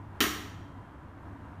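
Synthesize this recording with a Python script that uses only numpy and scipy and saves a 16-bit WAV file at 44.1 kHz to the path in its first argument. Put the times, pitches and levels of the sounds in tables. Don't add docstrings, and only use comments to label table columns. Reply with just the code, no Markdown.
import sys
import numpy as np
from scipy import signal
from scipy.fft import rfft, irfft
from scipy.io import wavfile

SR = 44100
rng = np.random.default_rng(int(sys.argv[2]) if len(sys.argv) > 2 else 0)


def wrap_up_sound(samples):
    columns = np.atleast_2d(samples).T
    tamed = np.clip(columns, -1, 1)
    steps = np.round(tamed * 32767).astype(np.int16)
    wavfile.write(sys.argv[1], SR, steps)


N = 70560
TIME = np.arange(N) / SR
FREQS = np.fft.rfftfreq(N, 1 / SR) + 1e-3
SNAP_S = .2045


def from_db(db):
    return 10 ** (np.asarray(db) / 20)


def rms_one(x):
    return x / np.sqrt(np.mean(x ** 2) + 1e-20)


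def at_hz(points, hz):
    f, level = np.transpose(points)
    return np.interp(np.log(hz), np.log(f), level)


def impulse(s, db):
    return from_db(db) * (np.arange(N) == int(s * SR))


def soften(x, hz):
    pole = np.exp(-2 * np.pi * hz / SR)
    return signal.lfilter([1 - pole], [1, -pole], x + 1e-18)


def resonate(x, modes):
    out = 0
    for k, (hz, width, db) in enumerate(modes):
        r = np.exp(-np.pi * width / SR)
        feedback = [1, -2 * r * np.cos(2 * np.pi * hz / SR), r * r]
        gain = (-1) ** k * from_db(db) * (1 - r * r) / 2
        out = out + gain * signal.lfilter([1, 0, -1], feedback, x + 1e-18)
    return out


def decay(t60):
    return np.exp(-np.log(1000) * TIME / t60)


def noise(spectrum):
    phases = np.exp(2j * np.pi * rng.random(len(FREQS)))
    return rms_one(irfft(spectrum * phases, N))


# t/s after the snap, level/dB, low-pass f/Hz
IMPACTS = [(.0006, -1.5, 9000), (.0043, -17, 5000)]
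# f/Hz, bandwidth/Hz, level/dB
HOUSING_MODES = [(208.4, 79.7, 4.5), (294.5, 91.2, 5), (413.3, 31.25, 3), (686, 160, -15),
                 (1121, 130, -4.5), (1244.2, 103.8, -0.5), (1848.6, 337, -3.5), (2546, 422, -5),
                 (3050, 464, -1.5), (3925, 479, -5.5), (4434, 390, -7), (5771, 400, -6.5),
                 (6843, 490, -9.5), (9270, 690, -13.5), (11700, 470, -31)]
# f/Hz, bandwidth/Hz, level/dB
SPRING_MODES = [(11530, 2300, -17), (13740, 320, -4.5), (14802, 500, -11.5)]


def switch():
    blows = sum(soften(impulse(SNAP_S + s, db), hz) for s, db, hz in IMPACTS)
    radiation = signal.butter(3, 170, "high", fs=SR, output="sos")
    clack = signal.sosfilt(radiation, resonate(blows, HOUSING_MODES))
    ping = resonate(impulse(SNAP_S, db=0), SPRING_MODES)
    return from_db(17) * clack + from_db(14) * ping


# f/Hz, T60/s
REVERB_TIMES = [(150, 0.02), (350, 0.84), (1000, 0.6111), (2000, 0.7876), (3500, 0.6979), (6500, 0.6466),
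                (10000, 0.5151), (15000, 0.4787)]
# f/Hz, level/dB
REVERB_SPECTRUM = [(100, 9.5), (200, -6), (420, 0.5), (540, 3), (720, 6.5), (1500, 5), (3000, -1.5),
                   (6000, 1), (9000, 3.5), (15000, -0.5)]


def reverberation():
    diffuse = rfft(noise(from_db(at_hz(REVERB_SPECTRUM, FREQS))))
    centres, t60s = np.transpose(REVERB_TIMES)
    tail = 0
    for weights, t60 in zip(np.eye(len(t60s)), t60s):
        band = np.interp(np.log(FREQS), np.log(centres), weights)
        tail = tail + irfft(diffuse * band, N) * decay(t60)
    return tail


# t/s after the direct sound, level/dB, low-pass f/Hz
WALL_ECHOES = [(.0022, -4.5, 2000), (.0038, -3.5, 3500), (.0051, -3.5, 5988), (.0067, -5, 7000),
               (0.0087, -6, 4000), (0.0146, -14, 6000), (0.0343, -4, 2000), (.0645, -10, 600)]


def room():
    direct = impulse(0, db=-3.5)
    slaps = sum(soften(impulse(s, db), hz) for s, db, hz in WALL_ECHOES)
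    build_up = 1 - np.exp(-TIME / .00643)
    scatter = from_db(-.54) * rms_one(noise(1) * decay(t60=.1722) * build_up)
    tail = from_db(2.243) * rms_one(reverberation() * build_up)
    return direct + slaps + (scatter + tail) / np.sqrt(N)


# f/Hz, level/dB, T60/s
RINGING_MODES = [(175.86, -54, 2.9), (207.4, -38.5, 0.88), (284.3, -80.5, 0.23), (301.25, -30.5, 0.517),
                 (332.3, -37, .7), (422, -45, 0.93), (1049.3, -39.5, 0.53), (1333, -45, .5),
                 (1610.7, -44, 0.44), (1864.3, -39, 0.34), (2186.7, -33, 0.34), (2553, -44, 0.31),
                 (3049, -47, 0.57), (3184, -59.5, 2.22)]


def standing_waves():
    rings = sum(from_db(db) * np.sin(2 * np.pi * hz * TIME) * decay(t60) for hz, db, t60 in RINGING_MODES)
    return signal.fftconvolve(impulse(SNAP_S, db=0), rings)[:N]


# f/Hz, relative level/dB
AIR_SPECTRUM = [(25, -8.5), (55, -0.5), (110, -3), (150, 2.5), (185, -3.5), (240, -1), (320, -2.5),
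                (380, -9), (480, -12.5), (700, -9.5), (1050, -10), (1600, -14.5), (2500, -28.5),
                (3400, -33.5), (4800, -41.5), (9000, -45.5), (15000, -51.5)]
# f/Hz, bandwidth/Hz, rms level/dB
DUCT_MODES = [(70.56, 9.5, -54), (98.62, 14.1, -50), (281.6, 18, -59.5), (972.3, 130, -62), (2795, 12, -85)]
# t/s, level/dB
AIR_SWELL = [(0, 0), (.08, -0.5), (.16, 2), (.4, 0.5), (.58, 0.5), (.78, 0), (.9, 0), (1.14, -1),
             (1.27, 1.5), (1.37, 0.5), (1.47, 1.5), (1.6, 0)]


def ventilation():
    air = from_db(-49.5) * noise(from_db(at_hz(AIR_SPECTRUM, FREQS)))
    drone = 0
    for hz, width, db in DUCT_MODES:
        resonance = 1 / (1 + (2 * (FREQS - hz) / width) ** 2)
        drone = drone + from_db(db) * noise(resonance)
    swell = from_db(np.interp(TIME, *np.transpose(AIR_SWELL)))
    return swell * (air + drone)


def scene():
    snap = signal.fftconvolve(switch(), room())[:N]
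    return (snap + standing_waves() + ventilation())[None]


def record(dry):
    cutoff_hz = 15450
    return signal.sosfilt(signal.ellip(12, .2, 80, cutoff_hz, fs=SR, output="sos"), dry)


dry = scene()
out = record(dry)
wrap_up_sound(out)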